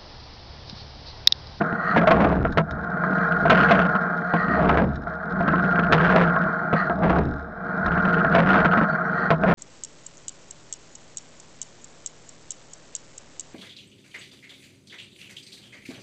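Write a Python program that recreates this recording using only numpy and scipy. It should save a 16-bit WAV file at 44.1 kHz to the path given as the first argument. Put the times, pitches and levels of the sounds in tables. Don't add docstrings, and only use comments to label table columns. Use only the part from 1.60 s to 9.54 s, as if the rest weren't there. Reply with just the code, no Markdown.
import sys
import numpy as np
from scipy import signal
from scipy.io import wavfile
from scipy.ndimage import uniform_filter1d

SR = 44100
rng = np.random.default_rng(int(sys.argv[2]) if len(sys.argv) > 2 else 0)


def bounce(signal):
    frames = np.transpose(np.atleast_2d(signal))
    limited = np.clip(frames, -1, 1)
    pcm = np.round(limited * 32767).astype(np.int16)
    wavfile.write(sys.argv[1], SR, pcm)


N = 350154
TIME_S = np.arange(N) / SR
CONTROL_HOP = 40

# start in seconds, then hull thump, rigger clunk, lock clack in relative dB.
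KNOCKS = [(0.01, -6, -14, -34), (0.125, -6.5, -35, -40), (0.362, 2, -5, -22), (0.371, 8.5, -15, -10.5),
          (0.411, -4, -15, -18.5), (0.432, -18, -12, -28), (0.472, -4.5, -0.5, -9.5),
          (0.508, -3.5, 0, -5.5), (0.603, 10, -9.5, -14), (0.641, 8, -5.5, -22), (0.849, -22, -16, -18),
          (0.973, 12, -4, -5), (1.437, -26, -28, -18), (1.604, -22.5, -37, -27), (1.853, -9.5, -10, -28),
          (1.897, 5, -2, -1), (1.918, 10, -1, -20), (2.108, 6, 1, -8), (2.191, -5, -11.5, -12.5),
          (2.351, -15, -26, -16), (2.737, 2.5, -13, -19), (3.089, 2, -6, -11.5), (3.172, 0.5, -6.5, -12.5),
          (3.216, 4.5, -25, -30), (3.47, -31, -28, -25.5), (3.803, -3.5, -15.5, -28),
          (3.878, -3.5, -28, -13.5), (3.934, -6, -28, -15.5), (4.191, -2, -15, -17.5),
          (4.323, 9, -3.5, 0.5), (4.334, 9.5, -0.5, -20), (4.56, 5, 1, -16), (4.612, 6.5, -18, -10),
          (4.762, -34, -24, -15), (5.128, 7, -13.5, -15), (5.297, -13.5, -15.5, -20.5),
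          (5.433, 4, -20, -20.5), (5.496, 6.5, -8.5, -26), (5.586, 2.5, -13.5, -40), (6.258, -11, -28, -19),
          (6.476, -11, -27, -22), (6.645, -13, -15.5, -20), (6.749, 3.5, 0, -13), (6.783, 12, -6.5, -17),
          (6.957, -4, -11.5, -24), (7.046, 5.5, -17, -9), (7.133, -12, -24, -12.5), (7.172, 3, -20, -15),
          (7.212, 2, -26, -17), (7.704, 9.5, -4, -10), (7.835, -11, -12, -19.5)]
# frequency in Hz, relative level in dB, 60 dB decay time in seconds.
HULL_MODES = [(117, -8, 0.068), (163.4, -2.5, .17), (211.7, -6, 0.15), (297.3, -8.5, 0.063)]
RIGGER_MODES = [(364, -10.5, 0.017), (471.7, -0.5, 0.06), (666.7, 5, 0.094), (682.4, -2.5, 0.096),
                (897, -20, 0.1)]
LOCK_MODES = [(1107, -2, 0.087), (1321, 8, 0.053), (1496, 1, 0.034), (1594, -2, 0.075), (1749, -9.5, 0.015)]
# catch time, finish time and finish length
# in seconds, then seat, catch and finish gain in dB.
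STROKES = [(-0.53, 0.508, .22, -2, -1, 0.5), (1.893, 2.988, 0.2, 0, -3, 0.5),
           (4.323, 5.426, .14, -0.5, 0.5, 0.5), (6.744, 7.875, .14, 1.5, -2, -1)]
# seconds after the catch, relative level in dB.
SEAT_RUN = [(0.0, -21), (0.12, -15.5), (0.38, -21.5), (0.75, -27), (0.88, -25), (1.2, -28.5), (1.45, -36.5),
            (1.68, -33), (2.0, -24), (2.25, -20.5), (2.37, -23.5)]
# centre in seconds, half length in seconds, level change in dB.
SEAT_CHANGES = [(0.35, 0.03, 5), (1.038, 0.032, -8), (1.998, 0.056, 3), (3.13, 0.046, 8), (3.27, .03, -6),
                (3.42, 0.048, -7), (3.51, 0.054, 2.5), (4.162, .03, 3), (5.386, 0.054, -12.5),
                (5.66, .05, -7), (5.913, 0.1, -7), (6.842, 0.029, -9.5), (7.772, 0.052, -11),
                (7.904, 0.029, 11.5)]
# centre in Hz, width in Hz, gain in dB.
TRACK_BANDS = [(1075.7, 47, -7), (1299.3, 62, -1.5), (1422.7, 104, 1.5), (1511, 209, -3.5),
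               (1792, 130, -18.5), (2353, 45, -19)]
BEARING_BANDS = [(3170, 120, -4.5), (4330, 970, -7), (5600, 1400, -12.5)]
HULL_BANDS = [(176.7, 40.3, -2), (209, 128, -21), (332, 48, -23.5)]
RIGGER_BANDS = [(363, 25, -11), (465.9, 31, -0.5), (645.6, 32, 0), (691.3, 81, -0.5), (828, 130, -8),
                (1115, 390, -13.5)]
FRAME_BANDS = [(28.7, 29.3, -4), (50.9, 15, -7), (70, 10.7, 8), (100.4, 36.4, -7.5), (124.6, 26, -10),
               (215.7, 22, -11.5), (269.6, 47, -15.5)]
SLEEVE_BANDS = [(1241, 170, 5.5), (1869, 125, 5), (2140, 400, -35), (3200, 1200, -25), (4140, 640, -18.5),
                (5400, 1100, -32.5)]
CASE_BANDS = [(1570, 320, 10), (3830, 730, -0.5), (5140, 830, -2), (6360, 730, -6.5)]
# peak time in seconds, relative level in dB.
LURCHES = [(0.79, -11.5), (1.119, -18), (3.73, -24.5), (3.89, -20.5), (6.259, -11.5)]
# peak time in seconds, 20 dB rise in seconds, relative level in dB.
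SCRAPES = [(0.29, .17, -23.5), (2.78, 0.14, -27), (2.925, 0.1, -25), (5.17, 0.03, -22), (7.61, 0.2, -27.5)]
# start in seconds, relative level in dB.
TICKS = [(0.023, -37), (0.9223, -26), (1.1087, -25), (1.6871, -37), (3.3563, -28.5), (3.4196, -40),
         (3.706, -34), (3.803, -37), (4.2363, -35), (4.6703, -43), (5.7608, -43), (6.2612, -23.5),
         (6.4218, -35)]
# start and length in seconds, start and end pitch in Hz, level in dB.
SQUEAKS = [(7.27, .11, 4500, 4400, -42), (7.43, .08, 5620, 5700, -50)]


def knocks(thump_db, clunk_db, clack_db, travel_s):
    out = np.zeros(N)
    for start_s, hull_db, rigger_db, lock_db in [*KNOCKS, *rattles(per_s=3, spread_db=2.5)]:
        thump = strike(HULL_MODES, uneven_db=4.5, rattle=0.25, rattle_s=0.013)
        clunk = strike(RIGGER_MODES, uneven_db=2.5, rattle=0.91, rattle_s=0.0097)
        clack = strike(LOCK_MODES, uneven_db=5, rattle=2.5, rattle_s=0.0094)
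        add(out, start_s + travel_s, from_db(hull_db + thump_db) * thump)
        add(out, start_s, from_db(rigger_db + clunk_db) * clunk)
        add(out, start_s, from_db(lock_db + clack_db) * clack)
    return out


def strike(modes, uneven_db, rattle, rattle_s):
    t = TIME_S[:SR // 3]
    hz, db, t60_s = np.transpose(modes)[:, :, None]
    size, detune = rng.standard_normal((2, len(modes), 1))
    decay = from_db(db + uneven_db * size - 60 * t / t60_s)
    ring = np.sum(decay * np.sin(2 * np.pi * hz * (1 + 0.024 * detune) * t), axis=0)
    force = rng.standard_normal(len(t)) * np.exp(-t / rattle_s)
    force *= rattle / np.linalg.norm(force)
    force[0] += 1
    sound = signal.fftconvolve(force, ring)[:len(t)]
    return sound / np.sqrt(np.mean(sound[:SR // 50] ** 2))


def rattles(per_s, spread_db):
    chance = rng.random((int(per_s * N / SR), 4))
    start_s = chance[:, 0] * N / SR
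    db = np.interp(start_s, TIME_S, seat_level_db())[:, None] + spread_db * (2 * chance[:, 1:] - 1)
    return np.column_stack([start_s, db + [8, -4, -6]])


def seats(bumps_per_s, bump_db, judder_db, bearing_db, mount_hz):
    contact = grains(bumps_per_s, bump_db) * from_db(judder_db * drift(19))
    tracks = low_pass(resonate(contact, TRACK_BANDS), mount_hz, order=8)
    bearings = from_db(bearing_db) * rms_one(resonate(contact, BEARING_BANDS))
    return from_db(seat_level_db()) * (steady(tracks, span_s=0.049) + bearings)


def seat_level_db(stroke_s=2.425):
    t = TIME_S[::CONTROL_HOP]
    catch_s, _, _, seat_db, _, _ = np.transpose(STROKES)
    run_db = np.interp(t - catch_s[0], *np.transpose(SEAT_RUN), period=stroke_s)
    change_db = sum(db * np.exp(-((t - s) / half_s) ** 2) for s, half_s, db in SEAT_CHANGES)
    return np.interp(TIME_S, t, run_db + np.interp(t, catch_s, seat_db) + change_db)


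def hull(flutter_db):
    drumming = steady(resonate(rng.standard_normal(N), HULL_BANDS), span_s=0.066)
    swing = from_db(-20.5) * catches(lag_s=-0.43, attack_s=0.22, hold_s=0.15, release_s=0.16)
    drive = from_db(-12.5) * catches(lag_s=0.018, attack_s=0.17, hold_s=0.36, release_s=0.058)
    way_out = from_db(-7.5) * finishes(lag_s=0.02, attack_s=0.13, release_s=0.069)
    load = follow_seats(level_db=-19, share=0.84) + swing + drive + way_out
    return load * drumming * from_db(flutter_db * drift(12))


def blade_wash(gulps_per_s, gulp_db):
    entry = from_db(-16.5) * catches(lag_s=0.004, attack_s=0.042, hold_s=0.04, release_s=0.056)
    second_bite = from_db(-15.5) * catches(lag_s=0.2, attack_s=0.083, hold_s=0.06, release_s=0.13)
    way_out = from_db(-15) * finishes(lag_s=0.003, attack_s=0.075, release_s=0.075)
    churn = follow_seats(level_db=-24.5, share=0.61) + entry + second_bite + way_out
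    return churn * steady(resonate(grains(gulps_per_s, gulp_db), RIGGER_BANDS), span_s=0.066)


def frame_sway():
    lurches = sum(from_db(db) * swell(s, attack_s=0.024, hold_s=0.022, release_s=0.22) for s, db in LURCHES)
    entry = from_db(-15.5) * catches(lag_s=0.033, attack_s=0.34, hold_s=0.27, release_s=0.16)
    way_out = from_db(-8) * finishes(lag_s=0.077, attack_s=0.19, release_s=0.24)
    sway = from_db(-36.5) + lurches + entry + way_out
    return sway * steady(resonate(rng.standard_normal(N), FRAME_BANDS), span_s=0.056)


def sleeve_scrapes(slips_per_s, slip_db):
    slip_phase = np.cumsum(slips_per_s * (1 + 0.15 * drift(15))) / SR % 1
    friction = rng.standard_normal(N) * from_db(-slip_db * slip_phase)
    pressure = sum(from_db(db) * swell(s, rise_s, hold_s=0.03, release_s=0.1) for s, rise_s, db in SCRAPES)
    return pressure * rms_one(resonate(friction, SLEEVE_BANDS))


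def ticks(gain_db, decay_s):
    bursts, t = np.zeros(N), TIME_S[:SR // 20]
    for start_s, db in TICKS:
        add(bursts, start_s, from_db(db + gain_db) * rng.standard_normal(len(t)) * np.exp(-t / decay_s))
    return resonate(bursts, CASE_BANDS)


def patter_and_crackle():
    texture = 0.77 * rng.standard_normal(N) + grains(per_s=22, spread_db=2.5)
    lift = from_db(-45.5) * finishes(lag_s=0.05, attack_s=0.2, release_s=0.2)
    swing = from_db(-51.5) * catches(lag_s=-0.34, attack_s=0.25, hold_s=0.87, release_s=0.2)
    return (from_db(-53.5) + lift + swing) * rms_one(resonate(texture, CASE_BANDS))


def squeaks():
    out = np.zeros(N)
    for start_s, length_s, start_hz, end_hz, db in SQUEAKS:
        n = int(length_s * SR)
        pitch_hz = np.linspace(start_hz, end_hz, n) + 25 * drift(80)[:n]
        add(out, start_s, from_db(db) * np.hanning(n) * np.sin(2 * np.pi * np.cumsum(pitch_hz) / SR))
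    return out


def swell(peak_s, attack_s, hold_s, release_s):
    t = TIME_S[::CONTROL_HOP]
    before = np.maximum(peak_s - t, 0) / attack_s
    after = np.maximum(t - peak_s - hold_s, 0) / release_s
    return np.interp(TIME_S, t, from_db(-20 * np.minimum(before + after, 10)))


def catches(lag_s, attack_s, hold_s, release_s):
    return sum(from_db(db) * swell(catch_s + lag_s, attack_s, hold_s, release_s)
               for catch_s, _, _, _, db, _ in STROKES)


def finishes(lag_s, attack_s, release_s):
    return sum(from_db(db) * swell(finish_s + lag_s, attack_s, length_s, release_s)
               for _, finish_s, length_s, _, _, db in STROKES)


def follow_seats(level_db, share):
    seat_db = seat_level_db()
    return from_db(level_db + share * (seat_db - seat_db.mean()))


def grains(per_s, spread_db):
    sizes = from_db(spread_db * np.minimum(rng.exponential(1, N), 4)) * rng.choice([-1, 1], N)
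    return rms_one(sizes * (rng.random(N) < per_s / SR))


def drift(rate_hz):
    pole = np.exp(-2 * np.pi * rate_hz * CONTROL_HOP / SR)
    settle_steps = 2000
    noise = rng.standard_normal(N // CONTROL_HOP + 2 + settle_steps)
    slow = signal.lfilter([1], [1, -2 * pole, pole * pole], noise)[settle_steps:]
    return np.interp(np.arange(N) / CONTROL_HOP, np.arange(len(slow)), rms_one(slow))


def resonate(x, bands):
    out = 0
    for hz, width_hz, db in bands:
        r = np.exp(-np.pi * width_hz / SR)
        gain = (1 - r * r) / 2
        section = [gain, 0, -gain, 1, -2 * r * np.cos(2 * np.pi * hz / SR), r * r]
        out = out + from_db(db) * signal.sosfilt([section, section], x + 1e-18)
    return out


def steady(x, span_s):
    power = np.abs(uniform_filter1d(x * x, int(span_s * SR)))
    return x / np.sqrt(power + 1e-12)


def low_pass(x, hz, order):
    return signal.sosfilt(signal.butter(order, hz, fs=SR, output="sos"), x)


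def bass_cut(x, from_hz, to_hz):
    return signal.lfilter(*signal.bilinear([1, 2 * np.pi * to_hz], [1, 2 * np.pi * from_hz], SR), x)


def add(out, start_s, sound):
    at = max(0, round(start_s * SR))
    out[at:at + len(sound)] += sound[:max(0, N - at)]


def from_db(db):
    return 10 ** (np.asarray(db) / 20)


def rms_one(x):
    return x / np.sqrt(np.mean(x ** 2) + 1e-20)


def scene():
    mount_hz = 2090
    rolling = seats(bumps_per_s=2200, bump_db=3.5, judder_db=2.5, bearing_db=-31, mount_hz=mount_hz)
    boom = from_db(0.5) * hull(flutter_db=1.95)
    water = from_db(-2) * blade_wash(gulps_per_s=2500, gulp_db=2)
    sway = from_db(2.5) * frame_sway()
    blows = knocks(thump_db=-4.5, clunk_db=0.5, clack_db=-0.44, travel_s=0.00202)
    through_mount = low_pass(blows + water + sway, mount_hz, order=8)
    leak = from_db(-35) * blows
    sleeves = from_db(3.5) * sleeve_scrapes(slips_per_s=110, slip_db=16.5)
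    treble = squeaks() + ticks(gain_db=8.5, decay_s=0.006) + patter_and_crackle()
    return (through_mount + leak + from_db(2.5) * rolling + boom + sleeves + treble)[None]


def record(dry):
    clip_level, cutoff_hz = 0.68, 15800
    clipped = clip_level * dry / (1 + np.abs(dry / clip_level) ** 24) ** (1 / 24)
    thin = bass_cut(clipped, from_hz=596, to_hz=56)
    dull = low_pass(low_pass(thin, hz=3210, order=2), hz=6600, order=4)
    leak = from_db(-31) * thin
    hiss = from_db(-86) * np.diff(rng.standard_normal(N + 1))
    band_limit = signal.ellip(10, 0.1, 80, cutoff_hz, fs=SR, output="sos")
    return signal.sosfilt(band_limit, dull + leak + hiss)


dry = scene()
out = record(dry)
bounce(out)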